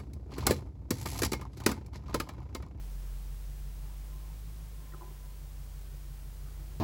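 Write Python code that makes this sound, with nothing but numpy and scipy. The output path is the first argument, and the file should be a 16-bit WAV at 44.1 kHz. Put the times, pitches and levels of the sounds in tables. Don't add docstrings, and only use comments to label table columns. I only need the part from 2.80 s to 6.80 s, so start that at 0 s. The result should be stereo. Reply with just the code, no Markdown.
import sys
import numpy as np
from scipy import signal
from scipy.fft import rfft, irfft
from scipy.io import wavfile

SR = 44100
rng = np.random.default_rng(int(sys.argv[2]) if len(sys.argv) > 2 else 0)


def wav_record(signal):
    frames = np.transpose(np.atleast_2d(signal))
    bounded = np.clip(frames, -1, 1)
    quanta = np.round(bounded * 32767).astype(np.int16)
    wavfile.write(sys.argv[1], SR, quanta)


N = 176400
T = np.arange(N) / SR

# time_s, firing_hz, boom_db, drone_db
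ENGINE_IDLE = [(0, 46.8, -39, -59), (0.12, 45.58, -38.5, -56.5), (0.35, 45.43, -38.5, -57),
               (0.78, 47.92, -40, -54), (1.02, 47.47, -40.5, -55.5), (1.4, 49.96, -41.0, -56.5),
               (1.62, 51.77, -41.5, -58), (1.76, 52.1, -41.9, -56), (1.92, 51.56, -43, -58.5),
               (2.2, 49.2, -45.5, -57.5), (2.42, 48.16, -44, -59), (2.75, 48.2, -43, -56),
               (3.1, 47.57, -42.5, -56.5), (3.48, 47.34, -43, -55.5), (3.9, 49.04, -41.5, -55),
               (4, 48.8, -46, -53)]
CYLINDERS = 8
def engine():
    firing_hz, boom_db, drone_db = in_time(ENGINE_IDLE)
    firings = np.cumsum(firing_hz) / SR
    cycles = firings / CYLINDERS
    boom = from_db(boom_db) * wavering(firings, share=0.029, rate=4.7)
    hum = boom + from_db(drone_db) * drone(cycles) + swelling_tones(cycles) + rumble()
    return from_the_left(hum, pan_db=0.5, lag_s=0.000364) + whine(firings)


# waves_per_cycle, relative_db
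DRONE_TONES = [(5, -7), (7, -3.5), (11, -7.5), (12, -11.5), (17, -10.5), (19, -9.5), (21, -10.5), (24, 0.5),
               (26, -12), (28, -16.5), (32, -23.5)]
def drone(cycles):
    tones = 0
    for multiple, db in DRONE_TONES:
        share = 0.3 if multiple % CYLINDERS else 0.15
        tones = tones + from_db(db) * wavering(cycles * multiple, share, rate=2)
    throb = 1 + 0.36 * np.cos(2 * np.pi * cycles)
    return tones * throb


# time_s, low_db, middle_db, high_db
SWELL_LOUDNESS = [(0, -58, -60, -61.5), (1.0, -58, -67, -69), (1.35, -63, -68, -75), (1.6, -69, -55, -84),
                  (1.9, -64, -58, -80), (2.3, -63.5, -69, -76), (2.8, -52.5, -67, -74),
                  (3.4, -56, -66, -75), (4, -50.5, -69, -73)]
def swelling_tones(cycles):
    return sum(from_db(db) * wavering(cycles * multiple, share=0.15, rate=2)
               for multiple, db in zip((13, 16, 29), in_time(SWELL_LOUDNESS)))


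# pitch_hz, relative_db
RUMBLE_COLOUR = [(25, -28), (45, -12), (70, -2), (110, -1.5), (165, 1), (195, -12), (300, -30)]
# time_s, level_db
RUMBLE_LOUDNESS = [(0, -57.5), (1.0, -60), (2.2, -66), (3.0, -68.5), (4, -67)]
def rumble():
    return from_db(in_time(RUMBLE_LOUDNESS)[0]) * noise(RUMBLE_COLOUR)


# time_s, level_db
WHINE_LOUDNESS = [(0, -81), (1.1, -83), (1.27, -77), (1.34, -68.5), (1.45, -69), (1.6, -83), (1.96, -81),
                  (2.08, -65), (2.2, -64.5), (2.265, -61.5), (2.34, -70.5), (2.53, -70), (2.6, -84),
                  (4, -86)]
def whine(firings):
    waves_per_firing = 20.8
    tone = wavering(firings * waves_per_firing, share=0.8, rate=20)
    return from_db(in_time(WHINE_LOUDNESS)[0]) * tone


# start_s, pitch_hz, fade_s, ring_db, thud_db
KNOCK_HITS = [(2.1227, 1870, 0.034, -49, -60), (2.137, 1360, 0.03, -43.5, -51),
              (2.146, 1270, 0.02, -42.5, -47.5), (2.180, 900, 0.018, -56, -57),
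              (2.211, 985, 0.042, -44.5, -53), (2.220, 995, 0.04, -43.5, -49),
              (2.2285, 880, 0.03, -50, -49.5), (2.232, 875, 0.02, -49.5, -68), (2.237, 870, 0.02, -60, -56),
              (2.244, 890, 0.022, -49.5, -58), (2.2498, 800, 0.02, -65, -53), (2.280, 930, 0.016, -51, -52),
              (2.3125, 940, 0.016, -55, -51), (2.3226, 900, 0.016, -62, -58), (2.329, 900, 0.016, -62, -59),
              (3.142, 505, 0.035, -51.5, -69)]
# pitch_hz, relative_db, fade_s
BODY_NOTES = [(365, 1, 0.048), (540, -9, 0.02), (800, -3, 0.018)]
def knocks():
    rings = sum(from_db(db) * ring(click(s), hz, fade_s) for s, hz, fade_s, db, _ in KNOCK_HITS)
    blows = sum(from_db(db) * click(s) for s, *_, db in KNOCK_HITS)
    thuds = sum(from_db(db) * ring(blows, hz, fade_s) for hz, db, fade_s in BODY_NOTES)
    low_hz, high_hz = 250, 2100
    band = signal.butter(2, [low_hz, high_hz], "band", fs=SR, output="sos")
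    direct = signal.sosfilt(band, rings + thuds)
    return direct + from_db(-13) * room_echo(direct, fade_s=0.068)


# middle_s, length_s, pitch_hz, level_db
RUB_STROKES = [(1.082, 0.054, 910, -65.5), (1.50, 0.088, 905, -69), (3.68, 0.056, 1250, -66),
               (3.821, 0.05, 322, -68)]
def rubs():
    width = 2 ** 0.23
    out = 0
    for middle_s, length_s, hz, db in RUB_STROKES:
        colour = [(hz / 2, -30), (hz / width, -6), (hz, 0), (hz * width, -6), (hz * 2, -30)]
        swell = np.exp(-2 * ((T - middle_s) / length_s) ** 2)
        out = out + from_db(db) * swell * noise(colour)
    return out


# pitch_hz, relative_db
AIR_COLOUR = [(30, -7), (100, -7.5), (200, -1.5), (360, 0), (550, -3), (900, -5), (1400, -9), (2500, -14.5),
              (5000, -19.5), (15000, -40)]
# pitch_hz, likeness (1 the same, -1 opposite)
AIR_STEREO = [(60, .8), (180, 0.56), (350, -0.19), (700, -0.43), (1300, -0.48), (2500, -0.32),
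              (5000, 0.081)]
# time_s, level_db
AIR_LOUDNESS = [(0, -56.5), (.7, -57.5), (1.5, -57.5), (2.1, -57.5), (2.6, -58.5), (3.2, -58.5), (4, -57)]
def room_air():
    return from_db(in_time(AIR_LOUDNESS)[0]) * noise(AIR_COLOUR, AIR_STEREO)


# pitch_hz, relative_db
HISS_COLOUR = [(100, -5), (1000, 0), (3000, 0), (7000, -0.5), (11000, -.5), (15500, 0)]
# pitch_hz, likeness
HISS_STEREO = [(1000, 0.32), (3000, 0.3), (5500, .5), (8000, 0.76), (12000, 0.78), (15500, 0.95)]
def microphone_hiss():
    return from_db(-59) * noise(HISS_COLOUR, HISS_STEREO)


def whistle(pitch_hz=15734, level_db=-72.5):
    return from_db(level_db) * np.sqrt(2) * np.sin(2 * np.pi * pitch_hz * T)


def from_the_left(x, pan_db, lag_s):
    left, right = x[0], np.interp(T - lag_s, T, x[1])
    return np.array([left * from_db(pan_db / 2), right * from_db(-pan_db / 2)])


def room_echo(x, fade_s):
    length = SR // 2
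    tail = rng.standard_normal((2, length)) * np.exp(-np.log(1000) * T[:length] / fade_s)
    return signal.fftconvolve(x[None], rms_one(tail) / np.sqrt(length), axes=1)[:, :N]


def click(s):
    return 1. * (np.arange(N) == int(s * SR))


def ring(clicks, hz, fade_s):
    decay = from_db(-60 / (fade_s * SR))
    step = 2 * np.pi * hz / SR
    return signal.lfilter([0, np.sin(step)], [1, -2 * decay * np.cos(step), decay ** 2], clicks + 1e-18)


def wavering(waves, share, rate):
    sway = rms_one(1 + share * (drift(rate) + 1j * drift(rate)) / np.sqrt(2))
    return np.sqrt(2) * np.real(sway * np.exp(2j * np.pi * (waves + rng.random())))


def drift(rate):
    memory = np.exp(-200 * np.pi * rate / SR)
    jitter = rng.standard_normal(N // 100 + 1002)
    slow = signal.lfilter([1], [1, -2 * memory, memory ** 2], jitter)[1000:]
    return np.interp(np.arange(N) / 100, np.arange(len(slow)), rms_one(slow))


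def noise(colour, likeness=None):
    hz = np.arange(N // 2 + 1) * SR / N
    mid, side = rfft(rng.standard_normal((2, N))) * from_db(at_hz(colour, hz))
    alike = np.clip(at_hz(likeness, hz), -1, 1) if likeness else 1
    return rms_one(irfft(np.sqrt(1 + alike) * mid + np.sqrt(1 - alike) * side * [[1], [-1]], N))


def in_time(rows):
    times, *columns = np.transpose(rows)
    return [np.interp(T, times, column) for column in columns]


def at_hz(rows, hz):
    pitches, values = np.transpose(rows)
    return np.interp(np.log(hz + 1e-9), np.log(pitches), values)


def from_db(db):
    return 10 ** (np.asarray(db) / 20)


def rms_one(x):
    return x / np.sqrt(np.mean(np.abs(x) ** 2) + 1e-20)


def scene():
    return engine() + knocks() + rubs() + room_air() + microphone_hiss() + whistle()


def record(dry):
    cutoff_hz = 15800
    return signal.sosfiltfilt(signal.ellip(14, .02, 60, cutoff_hz, fs=SR, output="sos"), dry)


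dry = scene()
out = record(dry)
wav_record(out)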